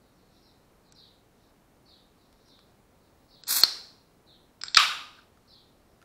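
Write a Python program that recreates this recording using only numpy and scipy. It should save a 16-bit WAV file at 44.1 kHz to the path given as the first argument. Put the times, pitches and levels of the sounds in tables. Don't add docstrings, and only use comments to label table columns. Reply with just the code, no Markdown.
import sys
import numpy as np
from scipy import signal
from scipy.fft import rfft, irfft, next_fast_len
from scipy.io import wavfile
from scipy.ndimage import uniform_filter1d, map_coordinates

SR = 44100
rng = np.random.default_rng(int(sys.argv[2]) if len(sys.argv) > 2 else 0)


def wav_out(sig):
    wavfile.write(sys.argv[1], SR, np.round(np.clip(np.atleast_2d(sig).T, -1, 1) * 32767).astype(np.int16))


def volts(x):
    e = np.asarray(x, float) / 20
    return 10 ** e


N = 266440

# pitch_hz, level_db (per Hz)
FLOOR_COLOUR = [(12, -31), (20, -2.5), (251, -4.5), (304, -5.5), (340, -6.5), (425, -7.5), (783, -11.5),
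                (851, -12), (1480, -14.5), (3410, -25), (15300, -30.5)]
# pitch_hz, t60_s (time to fade by 60 dB)
ROOM_FADE = [(300, 1), (1200, 0.57), (4000, .55), (8000, 0.51), (15000, 0.49)]
# pitch_hz, level_db (per Hz)
FLOCK_COLOUR = [(3000, -25), (3700, 0), (4200, 0), (4900, -6.5), (5600, -3.5), (6200, -23)]
# pitch_hz, level_db
WINDOW = [(2500, -19), (3200, -10), (3800, -1), (4200, 1), (4600, 1), (5100, -2), (5700, 1), (6300, -19)]
# start_s, start_pitch_hz, level_db
NEAR_CHIRPS = [(.939, 5810, -57), (1.849, 5640, -59.5), (2.475, 4800, -61.5), (3.276, 5890, -61),
               (4.259, 4700, -59), (5.468, 5800, -58.5)]
# start_s, level_db
HIGH_CHIRPS = [(.126, -80), (0.407, -68.5), (2.444, -67.5), (3.02, -82.5), (5.878, -80.5)]
# start_s, level_db
LOW_CHIRPS = [(0, -76), (.15, -77), (0.423, -68.5), (0.829, -72), (1.547, -98), (2.16, -75), (2.991, -77)]
# start_s, peak_db, ring_hz, lid_share_db
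NAIL_TICKS = [
    (0.9238, -44, 7700, -6),
    (0.923, -44, 5600, -12),
    (2.328, -56, 11000, 3),
    (2.328, -57, 5360, -6),
    (2.485, -58, 9000, -3),
    (2.485, -57, 6000, -9),
    (2.591, -53, 2150, -12),
    (2.591, -48, 1200, -12),
    (2.592, -50, 4400, -9),
]
# start_s, peak_db, ring_hz, lid_share_db
SEAL_SNAPS = [
    (3.4366, -34.5, 4946, -4),
    (3.471, -43, 4404, -2.5),
    (4.613, -37, 3800, -2.5),
    (4.6153, -27.5, 4996, -5.5),
    (4.636, -19.5, 4900, 1),
    (4.658, -37, 4600, -1.5),
    (4.668, -39.5, 4530, 4),
    (4.6825, -25.5, 4300, -11),
]
# start_s, peak_db, ring_hz, lid_share_db
LAST_TEARS = [(4.7458, -15, 4910, -4), (4.7470, -9, 4300, -4), (4.7488, -17, 3500, -7),
              (4.7614, -15, 4280, -5), (4.7686, -13, 4400, -6), (4.7692, -3, 4600, -9)]
# pitch_hz, width_hz, level_db
CLOSED_LID = [(1450, 280, 2), (2408, 350, 0.5), (3600, 700, 0.5), (5470, 900, -3.5), (7500, 290, -4.5),
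              (12800, 2900, -21.5)]
# pitch_hz, width_hz, level_db
RIM_SHADE = [(1600, 600, 1), (2900, 600, -12.5), (6437, 800, -10), (7500, 730, 5)]
# pitch_hz, level_db (per Hz)
GAS_COLOUR = [(150, -56.5), (250, -24), (554, -24), (594, -35.5), (731, -16.5), (1010, -17), (1650, -15.5),
              (2770, -16), (2910, -33), (3230, -14.5), (4260, -5), (6570, -10), (10500, -12), (11800, -4.5),
              (15600, -18.5)]
# pitch_hz, width_hz, level_db
GAS_WHISTLES = [(1460, 300, 4.5), (2950, 380, -25.5), (4270, 300, 5.5), (5600, 120, 0), (7800, 300, 3),
                (9356, 480, 5.5), (12100, 700, 0.5), (15200, 800, 6.5)]
# pitch_hz, width_hz, level_db
RIVET_RINGS = [(344, 900, -30), (1413, 310, -15), (4283, 180, 4.5), (4600, 450, -2), (5220, 320, -8),
               (13800, 1600, -38)]
# pitch_hz, level_db (per Hz)
POP_COLOUR = [(240, -47.5), (400, -18.5), (663, -21.5), (1360, -12.5), (3070, -18), (4440, -0.5),
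              (5420, -8), (6510, -20.5), (7950, -22.5), (15600, -44.5)]
# pitch_hz, width_hz, level_db
POP_ECHO_RINGS = [(4150, 180, 7), (5495, 270, 5), (7600, 300, 4.5)]
# start_s, peak_db, bright_share_db
FOLD_CLACKS = [
    (4.7716, -1, 1),
    (4.7733, -7, 6),
    (4.7746, -19, 16),
    (4.801, -20, 2),
]
# pitch_hz, width_hz, level_db
CAN_BODY = [(1193, 36, 0), (1234, 140, 10), (1428, 260, 12.5), (1880, 260, -7.5)]
# pitch_hz, width_hz, level_db
BENT_LID = [(2276, 320, 4), (3840, 410, 2), (3800, 150, 4), (5100, 1200, 0), (7250, 600, -17.5)]
# pitch_hz, level_db (per Hz)
FOLD_COLOUR = [(300, -42.5), (600, -31), (900, -20), (1120, -10.5), (1450, -10), (1930, -17), (2500, -10),
               (3500, -11), (4800, -20.5), (5500, -17.5), (6500, -29), (11000, -33), (15600, -45)]
# pitch_hz, width_hz, level_db
FOLD_ECHO_RINGS = [(1220, 36, 8), (1280, 21, 3), (2600, 90, 3), (3001, 67, 0.5), (3800, 140, 6),
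                   (4300, 100, 4), (7200, 400, 7)]
# pitch_hz, level_db, t60_s
HOLLOW_TONES = [(1153, -21, 0.2), (1242, -20.5, .14)]
# start_s, peak_db, bright_share_db, length_s
FINGER_TOUCHES = [(5.176, -52, -18, .05), (5.186, -46, -18, 0.07), (5.23, -56, -10, .03),
                  (5.373, -55.5, -6, .015), (6.016, -55.5, 4, 0.014), (6.026, -49, -7, 0.018)]
# start_s, end_s
TREBLE_GAPS = [(.895, .915), (.93, .95), (3.42, 3.481), (3.614, 3.6345), (3.6385, 3.641), (4.605, 4.772),
               (4.775, 4.793)]
# start_s, end_s
HALF_GAP = (4.772, 4.775)

POP_S, FOLD_S = 3.6353, 4.7716


def along(points, hz):
    f, v = np.transpose(points)
    return np.interp(np.log(hz + 1), np.log(f + 1), v)


def filtered(x, response):
    m = next_fast_len(len(x) + SR // 2)
    return irfft(rfft(x, m) * response(np.fft.rfftfreq(m, 1 / SR)), m)[:len(x)]


def bumps(modes):
    def gain(f):
        return np.prod([1 + (volts(db) - 1) / (1 + (2 * (f - c) / w) ** 2) for c, w, db in modes], axis=0)
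    return gain


def resonances(modes):
    def response(f):
        total = 0
        for k, (c, w, db) in enumerate(modes):
            total = total + (-1) ** k * volts(db) * 1j * f * w / (c * c - f * f + 1j * f * w)
        return total
    return response


def struck(modes, slip_s, ragged=0.54):
    t = np.arange(SR // 8) / SR
    kicks = ragged * rng.standard_normal(len(t)) * volts(-60 * t / slip_s)
    kicks[0] = 1
    ring = filtered(kicks, resonances(modes))
    return ring / np.abs(ring).max()


def noise(gain):
    x = filtered(rng.standard_normal(N), gain)
    return x / np.std(x)


def wobble(rate):
    knots = rng.standard_normal(int(N * rate / SR) + 4)
    return map_coordinates(knots, [np.arange(N) * rate / SR])


def add(track, s, x):
    part = track[round(s * SR):][:len(x)]
    part += x[:len(part)]


def bounced(x, lag_s, db):
    return x + volts(db) * np.roll(x, round(lag_s * SR))


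def room(x, size=1):
    hz, t, z = signal.stft(rng.standard_normal(SR), SR, nperseg=128)
    fade = volts(-60 * t / (size * along(ROOM_FADE, hz)[:, None]))
    tail = signal.istft(z * fade, SR, nperseg=128)[1]
    return signal.fftconvolve(x, tail / np.linalg.norm(tail))[:N]


def spread(spectrum, rings):
    tail = filtered(room([1.]), lambda f: volts(along(spectrum, f)) * bumps(rings)(f))
    lumps = 1.4 * wobble(150)[:len(tail)]
    tail = tail * volts(lumps * np.exp(-np.arange(len(tail)) / (.08 * SR)))
    return tail / np.linalg.norm(tail)


def floor():
    def low_share(f):
        return 1 / (1 + (f / 1500) ** 4)
    low = noise(lambda f: volts(along(FLOOR_COLOUR, f)) * low_share(f))
    hiss = noise(lambda f: volts(along(FLOOR_COLOUR, f)) * (1 - low_share(f)))
    drift_db = 0.23 * wobble(2.5) + 0.27 * wobble(18)
    return volts(-62.5 + drift_db) * low + volts(-71.5) * hiss


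def flock():
    colour = [(20, -120)] + FLOCK_COLOUR + [(20000, -120)]
    level_db = -81 + 1.6 * wobble(1.2) + 4.5 * wobble(8.1)
    return volts(level_db) * noise(lambda f: volts(along(colour, f)))


def sparrows():
    out, unsteady = np.zeros(N), wobble(300)
    last_hz = 3140
    chirps = [(s, db, 0.077 + 3e-5 * (hz - last_hz), hz, last_hz) for s, hz, db in NEAR_CHIRPS]
    chirps += [(s, db, 0.062, 5800, 5000) for s, db in HIGH_CHIRPS]  # length_s, start_hz, end_hz
    chirps += [(s, db, 0.1, 5100, 3680) for s, db in LOW_CHIRPS]
    for s, db, length_s, start_hz, end_hz in chirps:
        u = np.arange(round(length_s * SR)) / (length_s * SR)
        depth = .22 * (start_hz - end_hz) / start_hz + 0.02
        zigzag = depth * np.sin(2 * np.pi * (45 * length_s * u + rng.random()))
        zigzag = zigzag + .03 * unsteady[round(s * SR):][:len(u)]
        hz = (start_hz + (end_hz - start_hz) * u ** 0.42) * (1 + zigzag)
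        swell = np.sin(np.pi * u ** 0.45) ** 0.81 * (0.49 + u)
        add(out, s, volts(db + 7.5) * swell * np.sin(2 * np.pi * np.cumsum(hz) / SR))
    return filtered(out, lambda f: volts(along(WINDOW, f)))


def snaps():
    out = np.zeros(N)
    # t60 0.0028 s, echo -24 dB, no shading by the rim
    hits = [(*row, 0.0028, -24, [(0, 1, 0)]) for row in NAIL_TICKS]
    for row in SEAL_SNAPS + LAST_TEARS:
        t60 = .004 + .001 * max(-3 - row[3], 0)
        hits.append((*row, t60, -10, RIM_SHADE))
    for s, db, tab_hz, lid_db, t60, room_db, shade in hits:
        width = np.log(1000) / (np.pi * max(t60, .002))
        tab_modes = [(tab_hz, width, 0), (tab_hz, 2.9 * width, -5), (.86 * tab_hz, 1.4 * width, -7)]
        tab = struck(tab_modes, slip_s=.002, ragged=0.47)
        lid = volts(lid_db) * struck(CLOSED_LID, slip_s=0.0043, ragged=0.21)
        near = filtered(volts(db) * (tab + lid), bumps(shade))
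        around = filtered(volts(db) * (tab + 1.5 * lid), bumps(shade))
        add(out, s, bounced(near, lag_s=0.0026, db=-8.5))
        add(out, s + 0.0054, volts(room_db) * room(around))
    return out


def gas():
    jet = noise(lambda f: volts(along(GAS_COLOUR, f)) * bumps(GAS_WHISTLES)(f))
    t = np.maximum(np.arange(N) / SR - 3.4665, 0)
    after = np.maximum(np.arange(N) / SR - POP_S, 0)
    opening, emptying = 1 - np.exp(-t / .08), np.exp(-(t / .095) ** 0.85)
    last_puff = volts(-23.5 - 60 * after / 0.1284) * (after > 0)
    shut = np.exp(-after / .003) + last_puff
    sputter_db = 2.3 * wobble(150) + 1.2 * wobble(35)
    return opening * emptying * shut * volts(-15 + sputter_db) * jet


def gas_echo(jet):
    return volts(-8.5) * room(filtered(jet, lambda f: 1 / (1 + (f / 8500) ** 4)))


def pop():
    out = np.zeros(N)
    ring = struck(RIVET_RINGS, slip_s=.001, ragged=.1)
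    add(out, POP_S, volts(4) * bounced(ring, lag_s=.0031, db=-10))
    out = bounced(out, lag_s=.0092, db=-18)
    add(out, POP_S + 0.0043, volts(4.5) * spread(POP_COLOUR, POP_ECHO_RINGS))
    return out


def clacks():
    out = np.zeros(N)
    for s, db, bright_db in FOLD_CLACKS:
        body = struck(CAN_BODY, slip_s=0.001)
        crack = volts(bright_db) * struck(BENT_LID, slip_s=0.003)
        add(out, s, volts(db) * (body + crack))
    add(out, FOLD_S + 0.0057, volts(15) * spread(FOLD_COLOUR, FOLD_ECHO_RINGS))
    return out


def hollow():
    out, t = np.zeros(N), np.arange(SR // 2) / SR
    ring = sum(volts(db - 60 * t / t60) * np.sin(2 * np.pi * hz * t) for hz, db, t60 in HOLLOW_TONES)
    add(out, FOLD_S, ring * (1 - np.exp(-t / .003)))
    return out


def push():
    out = np.zeros(N)
    u = np.arange(SR // 20) / (.0015 * SR)
    add(out, FOLD_S, volts(-41) * u * np.exp(1 - u))
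    return out


def touches():
    out = np.zeros(N)
    for s, db, bright_db, length_s in FINGER_TOUCHES:
        body = struck(CAN_BODY, length_s, ragged=3)
        bright = volts(bright_db) * struck(BENT_LID, length_s, ragged=3)
        add(out, s, volts(db) * (body + bright))
    return out


def scene():
    birds, jet = sparrows(), gas()
    second = np.arange(N) // SR
    far = sum(room(birds * (second % 2 == k), size=.9) for k in range(2))
    can = snaps() + jet + gas_echo(jet) + pop() + clacks() + hollow() + push() + touches()
    return (floor() + flock() + far + can)[None]


def low_pass(x):
    return signal.sosfilt(signal.butter(12, 16620, fs=SR, output="sos"), x)


def record(dry):
    x = dry[0] / (1 + np.abs(dry[0] / .83) ** 8) ** (1 / 8)
    x = filtered(x, lambda f: f < 15680)
    t = np.arange(N) / SR
    dull = sum((t > a) & (t < b) for a, b in TREBLE_GAPS)
    dull = dull + .5 * (t > HALF_GAP[0]) * (t < HALF_GAP[1])
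    dull = uniform_filter1d(dull, size=90)
    treble = filtered(x, lambda f: 1 / (1 + np.exp(np.clip((8700 - f) / 60, -50, 50))))
    return low_pass((x - dull * treble)[None])


dry = scene()
out = record(dry)
wav_out(out)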